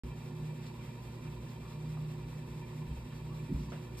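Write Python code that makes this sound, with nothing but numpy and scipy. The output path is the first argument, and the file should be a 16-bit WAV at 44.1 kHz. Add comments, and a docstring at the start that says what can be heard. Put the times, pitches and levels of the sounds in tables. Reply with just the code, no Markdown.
"""In a small workshop, an electric pottery wheel turns steadily.
The motor hums at harmonics of the mains, the frame drones in slow swells, and friction in the drive
excites the housing's resonances, whirring in time with the rotor over a rumble and a hiss.
Fingers rub the wet clay in short bursts of noise. Handling a torn-off lump rings the frame's modes
in a few dull bumps, and the lump lands with a soft, hollow pat."""
import sys
import numpy as np
from scipy import signal
from scipy.fft import rfft, irfft
from scipy.io import wavfile

SR = 44100
rng = np.random.default_rng(int(sys.argv[2]) if len(sys.argv) > 2 else 0)


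def inscribe(sig):
    """Save sig as 16-bit PCM at rate SR to the path in sys.argv[1].

    A 1-D sig is mono; a 2-D sig holds one channel per row.
    Samples are clipped to [-1, 1] before scaling.
    """
    pcm = np.round(np.clip(np.atleast_2d(sig).T, -1, 1) * 32767)
    wavfile.write(sys.argv[1], SR, pcm.astype(np.int16))


N = 176400
T = np.arange(N) / SR
HZ = np.maximum(np.arange(N // 2 + 1) * SR / N, 1)
ROTOR_HZ = 10.37


def from_db(db):
    """Amplitude grows tenfold for every 20 dB."""
    return 10 ** (np.asarray(db) / 20)


def rms_one(x):
    """Normalisation to unit mean power."""
    return x / np.sqrt(np.mean(x ** 2) + 1e-20)


def over_hz(points):
    """Linear interpolation on a log-frequency axis."""
    hz, value = np.transpose(points)
    return np.interp(np.log(HZ), np.log(hz), value)


def drift(rate_hz):
    """Low-passed noise: a slow random fluctuation of rms 1."""
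    return rms_one(irfft(rfft(rng.standard_normal(N)) / (1 + (HZ / rate_hz) ** 2), N))


def noise(shape):
    """Shaped stereo noise of rms 1; the balance of mid and side sets the interaural coherence."""
    # likeness of the two ears: (frequency [Hz], coherence [0-1])
    coherence = [(200, .995), (330, .93), (480, .45), (700, .5), (950, .52), (2000, .6), (2800, .2),
                 (4800, .35), (5500, .7), (5900, 1), (6200, 1), (6800, .7), (8000, .85), (9600, .9),
                 (9900, 1), (10700, 1), (11200, .92), (13500, .9), (14200, 1)]
    alike = np.clip(over_hz(coherence), 0, 1)
    mid, side = rfft(rng.standard_normal((2, N)))
    ears = np.sqrt(1 + alike) * mid + np.sqrt(1 - alike) * side * [[1], [-1]]
    return rms_one(irfft(shape * ears, N))


def tone(hz):
    """A sinusoid of rms 1 whose phase is the integral of its frequency."""
    return np.sqrt(2) * np.sin(2 * np.pi * (np.cumsum(hz * np.ones(N)) / SR + rng.random()))


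def wavering(lines, depth, wander_hz, rate_hz):
    """Random amplitude and frequency modulation, independent for each tone."""
    return sum(
        from_db(db) * rms_one((1 + depth * drift(rate_hz)) * tone(hz + wander_hz * drift(rate_hz)))
        for hz, db in lines)


def pulsing(orders):
    """Amplitude modulation at multiples of the rotor rate."""
    return 1 + sum(depth * np.cos(2 * np.pi * (k * ROTOR_HZ * T + rng.random())) for k, depth in orders)


def strike(start_s, modes, contact_s):
    """Damped modes build up during a soft contact, then ring freely."""
    age = np.maximum(T - start_s, 0)
    ring = sum(from_db(db - 60 * age / t60) * np.sin(2 * np.pi * hz * age) for hz, db, t60 in modes)
    return (1 - np.exp(-age / contact_s)) * ring


def swell(start_s, attack_s, decay_s):
    """An envelope of linear rise and exponential decay."""
    age = np.maximum(T - start_s, 0)
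    return np.minimum(age / attack_s, 1) * np.exp(-age / decay_s)


def reflections(ripple_db=1.6, spacing_hz=30):
    """Interference from nearby surfaces leaves random peaks and dips in a spectrum."""
    heights = rng.standard_normal(len(HZ))
    return from_db(ripple_db * np.interp(HZ / spacing_hz, np.arange(len(heights)), heights))


def wheel_rumble(level_db=-50.5):
    """The running wheel radiates broadband noise, strongest in the bass."""
    # rumble spectrum: (frequency [Hz], relative density [dB])
    spectrum = [(22, -52), (34, -16), (45, -4.5), (62, 4.5), (80, -6), (105, -8), (135, 5), (165, 3.5),
                (185, -5.5), (215, -6), (250, 1.5), (280, -14), (320, -5), (400, -11), (490, -9),
                (580, -13.5), (680, -21.5), (1200, -44), (4000, -87)]
    return from_db(level_db) * noise(from_db(over_hz(spectrum)))


def drive_hiss(level_db=-60.5, flutter_db=.25):
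    """Friction noise from the drive, coloured by reflections and modulated by the rotation."""
    # hiss spectrum: (frequency [Hz], relative density [dB])
    spectrum = [(500, -9.5), (750, -1), (1150, -0.5), (1330, -4.5), (1550, -7.5), (2100, -4.5),
                (2700, -2.5), (2980, -9.5), (3400, -5.5), (4200, -8), (5200, -11), (6100, -11.5),
                (8500, -13.5), (10600, -16.5), (12300, -16), (14000, -17.5), (15500, -33)]
    # swell and pulsing: (rate [x rotor rate], depth [ratio])
    orders = [(.46, 0.14), (1, 0.16), (3, 0.023), (4, 0.017), (10, 0.04), (16, 0.02)]
    gain = from_db(level_db + flutter_db * drift(rate_hz=6))
    return gain * noise(from_db(over_hz(spectrum)) * reflections()) * pulsing(orders)


def housing_whirr():
    """Resonance: the housing filters the drive's rubbing into narrow bands that pulse on each turn."""
    # housing resonances: (frequency [Hz], width [Hz], level [dB])
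    resonances = [(820, 37, -75.5), (920.4, 72, -66), (1010, 41, -68), (1123, 50, -73.5), (1410, 37, -79),
                  (1760, 75, -74), (2378, 47, -69), (2626, 110, -73.5), (3866, 190, -77), (4624, 59, -80.5),
                  (7750, 160, -83), (8550, 99, -91.5)]
    # pulsing of the whirr: (rate [x rotor rate], depth [ratio])
    orders = [(1, 0.23), (2, 0.2), (3, 0.077), (4, 0.11), (5, 0.058), (7, 0.079), (8, 0.055)]
    power = 0
    for hz, width, db in resonances:
        peak = 1 / (1 + (2 * (HZ - hz) / width) ** 2) ** 1.1
        power += (from_db(db) * rms_one(peak)) ** 2
    return np.sqrt(power.mean()) * noise(np.sqrt(power)) * pulsing(orders)


def drive_tones():
    """The drive's line spectrum: low tones waver, and thin whines throb with the rotor."""
    # low tones: (frequency [Hz], level [dB])
    low_lines = [(59.2, -60), (62.3, -60), (130.3, -74.5), (147.6, -62.5), (155.2, -60.5), (200.2, -63),
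                 (210.6, -60.5), (247.8, -64.5), (310.5, -73.5), (368.8, -65.5), (373.4, -74.5),
                 (393.5, -72), (415, -75), (454, -75), (518, -75.5), (612, -80.5)]
    # whines: (frequency [Hz], level [dB])
    high_lines = [(757, -76.5), (946.7, -70), (1012, -73), (1933, -82), (2375, -78.5), (2400, -90),
                  (2617, -76), (2725, -87), (2815, -82), (3165, -81), (3490, -88.5)]
    # throb of the whines: (rate [x rotor rate], depth [ratio])
    orders = [(1, 0.28), (2, 0.48), (3, 0.22)]
    lows = wavering(low_lines, depth=.2, wander_hz=.51, rate_hz=2.1)
    whines = wavering(high_lines, depth=.71, wander_hz=3.23, rate_hz=11.8)
    return lows + whines * pulsing(orders)


def frame_drone(hz=152.6, trim_db=-.5):
    """The frame vibrates at one frequency under slow amplitude modulation."""
    # swells of the drone: (time [s], level before trim [dB])
    envelope = [(.05,-47),(.2,-44),(.24,-54),(.33,-44.5),(.53,-39),(.64,-44),(.72,-54.5),(1.22,-54.5),(1.33,-40.5),(1.42,-54.5),(1.71,-49.5),(1.78,-41.5),(2.07,-38.5),(2.21,-44.5),(2.3,-48),(2.37,-45),(2.57,-43.5),(2.7,-57),(2.82,-39.5),(2.93,-45),(3.0,-58),(3.26,-42),(3.5,-46),(3.7,-45),(3.84,-51),(4,-66)]
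    return from_db(trim_db + np.interp(T, *np.transpose(envelope))) * tone(hz)


def motor_hum(overtone_hz=359.7):
    """Forced vibration at even harmonics of the mains; one overtone comes and goes."""
    # steady harmonics: (frequency [Hz], level [dB])
    harmonics = [(120, -48.5), (240.1, -58), (480.2, -71.5), (600.2, -72.5)]
    # unsteady overtone: (time [s], level [dB])
    envelope = [(.05, -54.5), (.22, -70), (.3, -55), (.43, -52.5), (.52, -64), (.75, -59.5), (1.04, -64),
                (1.3, -57), (1.62, -69.5), (1.76, -57.5), (2.0, -61.5), (2.2, -53.5), (2.29, -64.5),
                (2.55, -57), (2.83, -58), (2.93, -66), (3.14, -72), (3.25, -59), (3.7, -60.5), (3.8, -54.5),
                (3.9, -62), (4, -52)]
    steady = sum(from_db(db) * tone(hz) for hz, db in harmonics)
    return steady + from_db(np.interp(T, *np.transpose(envelope))) * tone(overtone_hz)


def frame_bumps():
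    """Impact excitation: each bump rings the frame's modes as a low boom and a hollow knock."""
    # bumps on the frame: (time [s], boom gain [dB], knock gain [dB])
    bumps = [(.036, -36, -55), (2.185, -39, -59), (2.239, -44, -50), (2.876, -36, -40.5),
             (2.906, -33.5, -45), (2.967, -34.5, -49), (3.484, -52, -30), (3.495, -48, -22),
             (3.539, -26, -44), (3.578, -46, -30), (3.659, -50, -37)]
    # two sets of frame modes: (frequency [Hz], relative level [dB], 60 dB decay time [s])
    boom_modes = [(46.7, -12, 0.39), (60, 2.5, .26)]
    knock_modes = [(140, -4, 0.28), (178.8, -8.5, 0.23), (210, -9, 0.31), (239.1, -6, 0.25),
                   (272.2, -13.5, 0.28), (352, -17.5, 0.165), (418, -23, 0.14)]
    return sum(from_db(boom_db) * strike(start_s, boom_modes, contact_s=.012)
               + from_db(knock_db) * strike(start_s, knock_modes, contact_s=.01)
               for start_s, boom_db, knock_db in bumps)


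def finger_rubs():
    """Sliding friction on wet clay gives short bursts of band-limited noise."""
    # touches: (time [s], gain [dB], centre [Hz], half-width [octaves], attack [s], decay [s])
    touches = [(.425, -57, 700, 0.48, .01, 0.019), (.61, -54.5, 2000, 1.1, 0.027, 0.042),
               (.655, -56, 4250, .4, 0.012, 0.027), (.8, -59.5, 2100, 0.69, 0.014, 0.069),
               (1.245, -58, 1180, .8, .009, 0.022), (1.48, -58, 4000, .7, .012, 0.026),
               (1.62, -56.5, 1090, .15, 0.023, .07), (1.67, -64, 3870, .45, 0.022, 0.1),
               (1.965, -48.5, 910, .4, 0.0099, 0.02), (2.69, -58, 1040, .2, .018, 0.057),
               (3.12, -54, 1250, 1.1, .0065, 0.017), (3.29, -53.5, 1130, 0.081, .037, 0.063),
               (3.57, -60, 4230, 0.68, 0.037, 0.094), (3.69, -57.5, 4000, 0.72, 0.019, 0.037),
               (3.965, -48.5, 4060, 2.3, 0.024, 0.043), (3.978, -67, 12600, .24, .015, .1)]
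    rubs = 0
    for start_s, db, hz, octaves, attack_s, decay_s in touches:
        band = 1 / np.sqrt(1 + (np.log2(HZ / hz) / octaves) ** 4)
        skirts = np.exp(-np.abs(np.log(HZ / hz)) / 2)
        rubs += from_db(db) * swell(start_s, attack_s, decay_s) * noise(band * skirts)
    return rubs


def clay_pat(gain_db=-46):
    """Inelastic impact: the lump lands with a broad, hollow, quickly damped burst of noise."""
    # pat spectrum: (frequency [Hz], relative density [dB])
    spectrum = [(200, -14), (400, -4), (570, 2.5), (800, -6.5), (1020, -10), (1300, -6), (1600, -5.5),
                (1900, -10), (2400, -10), (3300, -15.5), (4300, -27), (5600, -29), (9000, -40)]
    envelope = swell(start_s=3.718, attack_s=.004, decay_s=.035)
    return from_db(gain_db) * envelope * noise(from_db(over_hz(spectrum)))


def scene():
    """The sources superpose and reach the ears with interaural level and phase differences."""
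    # level between the ears: (frequency [Hz], left minus right [dB])
    tilt = [(60, 0), (125, -1.86), (200, -0.5), (360, -4.5), (700, 0.5), (1290, -.5), (2000, -.3),
            (2500, -2.5), (4400, -2), (6000, -0.5)]
    # phase between the ears: (frequency [Hz], left lead [rad])
    lead = [(30, 0), (350, -.12), (560, -.9), (850, -.2), (1350, -.7), (2100, .4), (2800, 2.0), (3700, -.7),
            (4700, 0), (6000, 3.14), (7900, 6.2), (10200, 9.42), (12400, 12.56), (14400, 15.7)]
    wheel = motor_hum() + drive_tones() + frame_drone() + housing_whirr() + drive_hiss() + wheel_rumble()
    handling = frame_bumps() + finger_rubs() + clay_pat()
    ears = np.array([[.5], [-.5]])  # each ear takes half, with opposite sign
    transfer = from_db(ears * over_hz(tilt)) * np.exp(1j * ears * over_hz(lead))
    return irfft(rfft(wheel + handling) * transfer, N)


def record(dry):
    """Band limiting: a steep low-pass cuts the top treble; the sound starts just after zero."""
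    start_s, cutoff_hz = .035, 15700
    low_pass = signal.cheby2(12, 70, cutoff_hz, fs=SR, output="sos")
    return signal.sosfilt(low_pass, dry * (T >= start_s))


dry = scene()
out = record(dry)
inscribe(out)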